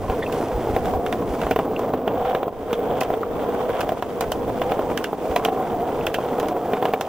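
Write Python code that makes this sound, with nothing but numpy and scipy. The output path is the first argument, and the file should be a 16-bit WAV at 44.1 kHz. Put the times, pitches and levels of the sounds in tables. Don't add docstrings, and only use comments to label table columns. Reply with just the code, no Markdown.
import sys
import numpy as np
from scipy.fft import rfft, irfft, next_fast_len
from scipy.io import wavfile
from scipy.ndimage import uniform_filter1d, map_coordinates

SR = 44100
rng = np.random.default_rng(int(sys.argv[2]) if len(sys.argv) > 2 else 0)


def transcribe(u):
    v = np.clip(np.atleast_2d(u).T, -1, 1)
    q = np.round(v * 32767).astype(np.int16)
    wavfile.write(sys.argv[1], SR, q)


N = 312228


def amp(db):
    return 10 ** (np.asarray(db) / 20)


def unit(x):
    return x / np.sqrt(np.mean(x ** 2) + 1e-20)


def blow(x):
    energy = np.mean(np.sum(x ** 2, -1))
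    return x / np.sqrt(energy / (SR / 100))


def noise_pair():
    return rng.standard_normal((2, N))


def shape(points, hz):
    f, db = np.transpose(points)
    return amp(np.interp(np.log(hz + 1), np.log(f + 1), db))


def body(modes, hz, sign=-1):
    total = 0
    for k, (centre, width, db) in enumerate(modes):
        resonance = 1j * hz * width / (centre ** 2 - hz ** 2 + 1j * hz * width)
        total = total + sign ** k * amp(db) * resonance
    return total


def curves(rows):
    s, *cols = np.transpose(rows)
    return [np.interp(np.arange(N) / SR, s, c) for c in cols]


def wobble(rate):
    knots = rng.standard_normal(int(N * rate / SR) + 4)
    return map_coordinates(knots, [np.arange(N) * rate / SR])


def swell(s, rise, fall):
    t = np.arange(N) / SR - s
    return np.exp(-(t / np.where(t < 0, rise, fall)) ** 2)


def filtered(x, response):
    n = x.shape[-1]
    m = next_fast_len(n + n // 2)
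    return irfft(rfft(x, m) * response(np.fft.rfftfreq(m, 1 / SR)), m)[..., :n]


def stereo(pair, side_db):
    mid, side = pair[0], amp(side_db) * pair[1]
    return np.array([mid + side, mid - side])


def grains(rate, spread_db):
    hit = rng.random((2, N)) < rate / SR
    size = amp(spread_db * rng.standard_normal((2, N)))
    return hit * rng.standard_normal((2, N)) * size


def drifting(x, share, rate):
    clock = np.cumsum(1 + share * wobble(rate)) % (N - 1)
    return np.array([np.interp(clock, np.arange(N), side) for side in x])


def band(hz, width_hz):
    i, q = filtered(noise_pair(), lambda f: 1 / (1 + (f / width_hz) ** 4))
    phase = 2 * np.pi * np.cumsum(hz) / SR
    return unit(i * np.cos(phase) + q * np.sin(phase))


def add(track, s, sound):
    part = track[..., max(round(s * SR), 0):][..., :sound.shape[-1]]
    part += sound[..., :part.shape[-1]]


# time_s, level_db
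AIR_LEVEL = [(0, -35.5), (1.45, -37), (2.5, -46), (3.5, -40), (4.0, -46), (4.6, -35.5), (5.0, -48),
             (5.8, -41), (7.08, -52)]
# peak_s, level_db (rms over 10 ms)
GUSTS = [(.092, -21), (.565, -19.5), (.725, -23), (.97, -22), (1.31, -24), (1.45, -24.5), (5.32, -26)]
# frequency_hz, relative_db
AIR = [(10, 0.0), (25, -2.5), (60, 0.5), (110, 2.0), (200, -8), (400, -64.0)]
THUMP = [(12, -10), (30, 10.0), (75, 15.5), (200, -56.0)]


def wind():
    level = amp(curves(AIR_LEVEL)[0] + 2.6 * wobble(14))
    air = filtered(stereo(noise_pair(), side_db=-10), lambda hz: shape(AIR, hz))
    thump = filtered(stereo(noise_pair(), side_db=-14), lambda hz: shape(THUMP, hz))
    gusts = sum(amp(db) * blow(thump * swell(s, 0.027, 0.027)) for s, db in GUSTS)
    return unit(air) * level + gusts


# frequency_hz, relative_db
FIZZ = [(11000, -28), (12800, -2.5), (14600, -6), (15400, 11.5), (16000, -16)]


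def fizz(board):
    loudness = np.sqrt(np.abs(uniform_filter1d(board[0] ** 2, size=500)))
    noise = filtered(stereo(noise_pair(), side_db=-2.5), lambda hz: shape(FIZZ, hz))
    return amp(-26.0) * loudness * unit(noise)


# middle_s, half_length_s, rumble_depth_db
LULLS = [(0, 0.067, 6), (0.816, 0.039, 3), (1.564, 0.023, 16.5), (2.544, 0.11, 8.5), (3.063, 0.036, 2.5),
         (3.292, 0.063, 2), (4.025, 0.11, 7), (5.127, 0.086, 5.5), (6.166, 0.072, 3.5), (6.997, 0.063, 4)]
REBOUND_DELAY_S, REBOUND_HALF_S = 0.21, 0.09


def rebound():
    return sum(db * half * swell(s + REBOUND_DELAY_S, REBOUND_HALF_S, REBOUND_HALF_S)
               for s, half, db in LULLS)


# peak_s, grit_rise_db, drone_rise_db
SURGES = [(1.46, 2, -9), (2.28, 9.5, 6), (2.36, 3.5, 5.5), (2.92, 3.5, -1), (3.17, -0.5, 8.5),
          (3.45, 4, -1), (3.6, 5.5, 2.5), (3.771, 8, 9), (4.709, 5, 10), (6.04, 3, 5), (6.24, 4.5, 1),
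          (6.43, 3, -8)]
# middle_s, half_length_s, hiss_depth_db
TREBLE_DIPS = [(1.014, 0.066, 6), (1.217, 0.065, 4), (1.688, 0.075, 4.5), (2.044, 0.12, 4.5),
               (2.475, 0.088, 5.5), (3.267, 0.07, 2.5), (4.41, 0.068, 3), (5.807, 0.097, 1),
               (6.56, 0.054, 3.5)]
# middle_s, half_length_s, rise_db
SCUFFS = [(.38, .09, 3.8), (5.28, .07, 3.3)]
# time_s, level_db
HISS_LEVEL = [(0, -43.5), (1.45, -42.5), (2.1, -49), (3.2, -48.5), (4.3, -45.5), (7.08, -46)]
RUMBLE_DB, GRIT_DB = -24.5, -47
LULL_GRIT, LULL_HISS = 0.78, 0.42
SURGE_RISE_S, SURGE_FALL_S = 0.066, 0.054
SURGE_RUMBLE, SURGE_HISS = 0.16, 0.24
REBOUND_RUMBLE = 1.6


def roll_levels():
    lull = sum(db * swell(s, half, half) for s, half, db in LULLS)
    surge = sum(db * swell(s, SURGE_RISE_S, SURGE_FALL_S) for s, db, _ in SURGES)
    scuff = sum(db * swell(s, half, half) for s, half, db in SCUFFS)
    treble_dip = sum(db * swell(s, half, half) for s, half, db in TREBLE_DIPS)
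    rumble_db = RUMBLE_DB - lull + SURGE_RUMBLE * surge + REBOUND_RUMBLE * rebound()
    grit_db = GRIT_DB - LULL_GRIT * lull + surge - 1.35 * treble_dip
    hiss_db = curves(HISS_LEVEL)[0] - LULL_HISS * lull + SURGE_HISS * surge - treble_dip + scuff
    return rumble_db, grit_db, hiss_db


def rattle():
    kicks = np.abs(grains(80, spread_db=2.0)[0])
    ticks = filtered(kicks, lambda hz: 1 / (1 + 1j * hz / 50))
    metal = filtered(stereo(noise_pair(), side_db=0.0), lambda hz: body([(2700, 1360, 0)], hz) ** 2)
    _, grit_db, _ = roll_levels()
    return unit(metal * ticks) * amp(grit_db - 10.0)


# start_s, starting_pitch_hz, level_db (rms over 10 ms), t60_s
CHIRPS = [(0.221, 1850, -29, 0.07), (.226, 3490, -37.5, 0.052), (.262, 2600, -33.5, 0.029),
          (1.763, 2740, -32.5, 0.014), (2.731, 3400, -36, 0.058), (3.011, 1980, -30.5, 0.02),
          (3.231, 1215, -25, 0.023), (4.321, 3090, -32, .02), (5.047, 2800, -37, 0.039),
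          (5.361, 1966, -27, 0.03), (5.3612, 4030, -36, 0.013), (5.451, 3370, -27.5, 0.01),
          (6.009, 2680, -40, 0.018), (6.068, 2440, -26.5, 0.011), (6.94, 2400, -33.5, 0.012)]


def chirps():
    track, t = np.zeros(N), np.arange(SR // 8) / SR
    for s, hz, db, t60 in CHIRPS:
        roughness = .16 * np.cumsum(rng.standard_normal(len(t)))
        tone = np.sin(2 * np.pi * hz * t * (1 - 0.82 * t) + roughness)
        ring = tone * amp(-60 * t / t60) * (1 - np.exp(-t / (0.08 * t60)))
        coloured = filtered(ring, lambda f: body([(hz, 900, 0)], f))
        add(track, s, amp(db) * blow(coloured))
    return track


# start_s, rear_delay_s, # front_knock_db,
# rear_knock_db, clack_db, crack_db, rear_clack_and_crack_over_front_db, knock_centre_hz
JOINTS = [(0.764, 0.092, -13, -25, -40.5, -47, 0, 570), (1.063, 0.063, -28, -23, -33, -44.5, 3, 630),
          (4.209, 0.11, -20.5, -21, -32.5, -31.5, -1, 600), (4.617, 0.102, -17.5, -17, -32, -47, -1, 610),
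          (4.975, 0.067, -36, -30, -27, -35, -0.5, 560), (5.3615, 0.088, -11, -24, -26.5, -32.5, 1, 730),
          (6.067, 0.076, -35, -26, -27.5, -35.5, 2, 710), (6.399, 0.086, -26, -28, -35.5, -38.5, -3, 620),
          (6.7335, 0.0915, -15, -17, -31, -49, -4, 570), (6.854, 0.082, -14.5, -12.5, -31, -43, -2, 644)]
# start_s, knock_db, clack_db, crack_db,
# knock_centre_hz
BLOWS = [(0.098, -20.5, -38.5, -56, 620), (0.325, -37, -38, -42, 525), (0.937, -19.5, -48, -52, 655),
         (1.416, -27, -34.5, -45, 550), (1.467, -21, -40.5, -52, 620), (1.5105, -10, -24.5, -38, 565),
         (1.561, -13, -34, -45, 614), (1.5895, -15, -34.5, -46, 665), (1.597, -19, -50, -57, 680),
         (1.793, -24, -44, -45, 690), (1.9367, -16, -41, -52, 620), (2.077, -16.5, -33, -49, 590),
         (2.349, -16.5, -30.5, -47, 590), (2.43, -20, -39, -55, 700), (2.48, -23, -49, -57, 620),
         (2.73, -18, -31.5, -40.5, 506), (3.007, -33, -42, -38, 560), (3.01, -31, -30, -36.5, 560),
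         (3.014, -20, -45, -45, 540), (3.022, -20, -40, -48, 706), (3.033, -40, -37.5, -42, 550),
         (3.103, -17, -45, -53, 580), (3.138, -24, -39.5, -55, 636), (3.807, -32, -33, -35.5, 640),
         (3.812, -28, -31.5, -40, 660), (3.891, -20.5, -35, -44, 600), (3.92, -18, -49, -52, 590),
         (4.024, -20.5, -36, -45.5, 820), (4.792, -17, -40, -57, 620), (5.13, -20.5, -50, -62, 680),
         (5.458, -18, -45, -54, 680), (5.485, -19, -38, -56, 580.3), (6.185, -18.5, -43, -54, 700),
         (6.43, -21, -42, -52, 620), (7.0103, -22.5, -31, -35, 650)]


def impacts():
    contacts = list(BLOWS)
    for s, delay, front, rear, clack, crack, extra, hz in JOINTS:
        contacts.append((s, front, clack, crack, hz))
        contacts.append((s + delay, rear, clack + extra, crack + extra, hz))
    return contacts


def struck(modes):
    chance = rng.standard_normal((len(modes), 2))
    return [(c * (1 + 0.025 * a), w, db + 1.4 * b) for (c, w, db), (a, b) in zip(modes, chance)]


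def contact(t, t60, tail_db, tail_t60, side_db):
    after = np.maximum(t, 0)
    crunch = stereo(rng.standard_normal((2, len(t))), side_db) * amp(-60 * after / t60)
    tail = stereo(rng.standard_normal((2, len(t))), side_db=-18) * amp(tail_db - 60 * after / tail_t60)
    knots_s = np.linspace(t[0], t[-1], num=40)
    chatter = amp(1.3 * np.interp(t, knots_s, rng.standard_normal(size=40)))
    onset = 1 / (1 + np.exp(-t / 0.00075))
    return (crunch + tail * chatter) * onset


# centre_hz, width_hz, relative_db
DECK = [(279, 164, -6.5), (462, 65, 3), (640, 93, -2), (743, 87, -1), (1015, 100, -5.5), (1330, 430, -19)]
TRUCK = [(1270, 420, -3), (1740, 390, 0.5), (2200, 550, -1.5), (2810, 710, -0.5), (3400, 490, -1.5),
         (3840, 520, -7)]
# frequency_hz, relative_db
KNOCK = [(80, 3), (250, 0), (500, 1.5), (900, 1.5), (1300, -4), (1900, -15.5), (5000, -57)]
CLACK = [(500, -30), (1200, 1), (2000, 0.5), (3600, -2), (4600, -13), (9000, -41)]
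CRACK = [(1500, -14), (4000, 1.5), (6000, 2), (8500, -3.5), (11000, -2), (14000, 1), (16000, -2)]
KNOCK_HZ = 598
KNOCK_TILT_DB = 26


def hits():
    track = np.zeros((2, N))
    t = np.arange(SR // 8) / SR - 1 / 200
    push = blow(np.exp(-((t - .0008) / 0.00025) ** 2))
    snap = blow(1. * (np.arange(len(t)) == np.argmax(push)))
    for s, knock_db, clack_db, crack_db, centre_hz in impacts():
        tilt_db = 4.5 + KNOCK_TILT_DB * np.log2(centre_hz / KNOCK_HZ)
        deck = struck([(c, .9 * w, db + tilt_db * np.log2(c / KNOCK_HZ)) for c, w, db in DECK])
        truck = struck(TRUCK)
        crunch = blow(contact(t, t60=0.043, tail_db=-14, tail_t60=0.086, side_db=-30.0))
        force = push + amp(2.5) * crunch
        knock = filtered(force, lambda hz: body(deck, hz, sign=0.98) * shape(KNOCK, hz))
        wheel_crunch = blow(contact(t, t60=0.027, tail_db=-11.5, tail_t60=0.098, side_db=-17.0))
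        kick = snap + amp(3.5) * wheel_crunch
        clack = filtered(kick, lambda hz: body(truck, hz) * shape(CLACK, hz))
        scrape = contact(t, t60=0.013, tail_db=-11.0, tail_t60=0.1, side_db=0.5)
        crack = filtered(scrape, lambda hz: shape(CRACK, hz))
        bright = amp(clack_db + 2.0) * blow(clack) + amp(crack_db + 3.0) * blow(crack)
        add(track, s + t[0], amp(knock_db) * blow(knock) + bright * amp([[-1.4], [1.2]]))
    return track


# middle_s, climb_hz
GLIDES = [(2.27, 80.1), (3.771, 99.9), (4.64, 85.2)]
DRONE_HZ, DRONE_DB = 461.7, -8
CLIMB_LEAD_S, CLIMB_LAG_S, SETTLE_S = .2, .16, .13
SING_HALF_S = 0.15
REBOUND_DRONE = 17


def drone_glide():
    t = np.arange(N) / SR
    corners_s = [-CLIMB_LEAD_S, CLIMB_LAG_S, CLIMB_LAG_S + SETTLE_S]
    climb = sum(hz * np.interp(t - s, corners_s, [0, 1, 0]) for s, hz in GLIDES)
    sing = sum(db * swell(s, SING_HALF_S, SING_HALF_S) for s, _, db in SURGES)
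    return DRONE_HZ + climb, DRONE_DB + sing + REBOUND_DRONE * rebound()


GROWL_RATIO = 1.37
SPREAD_HZ, BROKEN_AT_REST = 200, 0.13


def drone_band(drone_hz):
    climb = np.abs(drone_hz - DRONE_HZ)
    broken = np.clip((climb + BROKEN_AT_REST * SPREAD_HZ) / (climb + SPREAD_HZ), 0, 1)
    narrow = band(drone_hz, width_hz=49)
    growl = band(GROWL_RATIO * drone_hz, width_hz=105)
    return np.sqrt(1 - broken) * narrow + np.sqrt(broken) * growl


BRIGHT_HZ, BRIGHT_GRIT = 620, 0.24


def brightened(rumble, grit_db):
    upper = filtered(rumble, lambda hz: 1 - 1 / (1 + (hz / BRIGHT_HZ) ** 8))
    return rumble + upper * (amp(BRIGHT_GRIT * (grit_db - GRIT_DB)) - 1)


# middle_s, half_length_s, level_against_rumble_db
HOWLS = [(.9, .2, -6), (2.295, .1, -4.5), (5.623, 0.33, -6.5), (6.747, 0.39, -6)]


def howl(rumble_db):
    gain = sum(amp(db) * swell(s, half, half) for s, half, db in HOWLS)
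    return band(np.full(N, 740), width_hz=46) * gain * amp(rumble_db)


# time_s, boom_against_rumble_db, width_db
PATH = [(0, -6, -4), (0.55, -5, -14), (0.9, -5, 4.5), (1.4, -3.5, -7), (2.0, -3.5, -7), (2.25, -14.5, 2.5),
        (3.6, -8, 4.5), (5.8, -6.5, 0), (7.08, -12, -9)]
# frequency_hz, relative_db
RUMBLE = [(30, -20), (200, -6.5), (480, -1), (590, -4.5), (760, -3.5), (900, -13.5), (1100, -14.5),
          (2000, -36.5), (4000, -56)]
GRIT = [(500, -37), (1000, 8.5), (1400, 8.5), (2000, -0.5), (2500, -5), (3300, 3), (3800, -6), (4600, -45),
        (9000, -60)]
HISS = [(2000, 12.5), (4000, 3), (5800, 3.5), (8000, 1.5), (11500, 1), (13000, -15), (16000, -10)]
# centre_hz, width_hz, relative_db
CLATTER = [(870, 100, 2.5), (1002, 126, 2.5), (1270, 240, -4), (1523, 140, -5), (2090, 680, -17)]
# frequency_hz, relative_db
COARSE = [(300, -24), (750, -5.5), (2200, 2.0), (4500, -6)]
CLATTER_DB = 2.5


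def rolling():
    rumble_db, grit_db, hiss_db = roll_levels()
    drone_hz, drone_db = drone_glide()
    boom_db, width_db = curves(PATH)
    bumps = wobble(55)

    drumming = stereo(grains(800, spread_db=1.2), side_db=width_db - 17.0)
    spread = unit(filtered(drumming, lambda hz: shape(RUMBLE, hz)))
    stones = stereo(grains(1200, spread_db=1.1), side_db=width_db - 23.0)
    deck = 0
    for mode in DECK:
        ring = filtered(stones, lambda hz: body([mode], hz) * shape(KNOCK, hz))
        deck = deck + drifting(ring, share=.035, rate=11) * amp(1.6 * wobble(9))
    drone = drone_band(drone_hz)
    low_noise = stereo(noise_pair(), side_db=width_db - 13.5)
    boom = unit(filtered(low_noise, lambda hz: body([(267.4, 245, 0)], hz) ** 2))
    rumble = unit(spread + unit(deck)) + amp(drone_db) * drone + amp(boom_db) * boom
    rumble = rumble / np.sqrt(1 + amp(drone_db) ** 2 + amp(boom_db) ** 2)
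    rumble = rumble * amp(rumble_db + 1.07 * bumps)

    crunch = stereo(grains(900, spread_db=0.5), side_db=width_db - 9.5)
    grit = unit(filtered(crunch, lambda hz: shape(GRIT, hz)))
    grit = grit * amp(grit_db + 1.5 * bumps + 0.42 * wobble(140)) * amp([[-.7], [.7]])

    coarse = stereo(grains(300, spread_db=-0.5), side_db=width_db - 15)
    coarse = filtered(coarse, lambda hz: body(CLATTER, hz) * shape(COARSE, hz))
    clatter = unit(drifting(coarse, share=.03, rate=14))
    clatter = clatter * amp(grit_db + CLATTER_DB + 3.5 * bumps + 3.5 * rebound())

    fine = stereo(grains(14000, spread_db=2.5), side_db=0.44 * width_db - 5.5)
    hiss = unit(filtered(fine, lambda hz: shape(HISS, hz)))
    hiss = hiss * amp(hiss_db - 1.0 + 0.95 * bumps) * amp([[-.8], [.8]])
    return brightened(rumble, grit_db) + howl(rumble_db + bumps) + clatter + grit + hiss


def scene():
    board = rolling() + rattle() + hits() + chirps()
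    lag = 2.7e-5
    ports = lambda hz: np.exp(-1j * np.pi * hz * lag * np.array([[1], [-1]]))
    return wind() + filtered(board + fizz(board), ports) * amp([[-.25], [.25]])


TOP_HZ = 16000


def record(dry):
    top, hardness = .39, 5
    rounded = dry / (1 + np.abs(dry / top) ** hardness) ** (1 / hardness)
    return filtered(rounded, lambda hz: hz < TOP_HZ)


dry = scene()
out = record(dry)
transcribe(out)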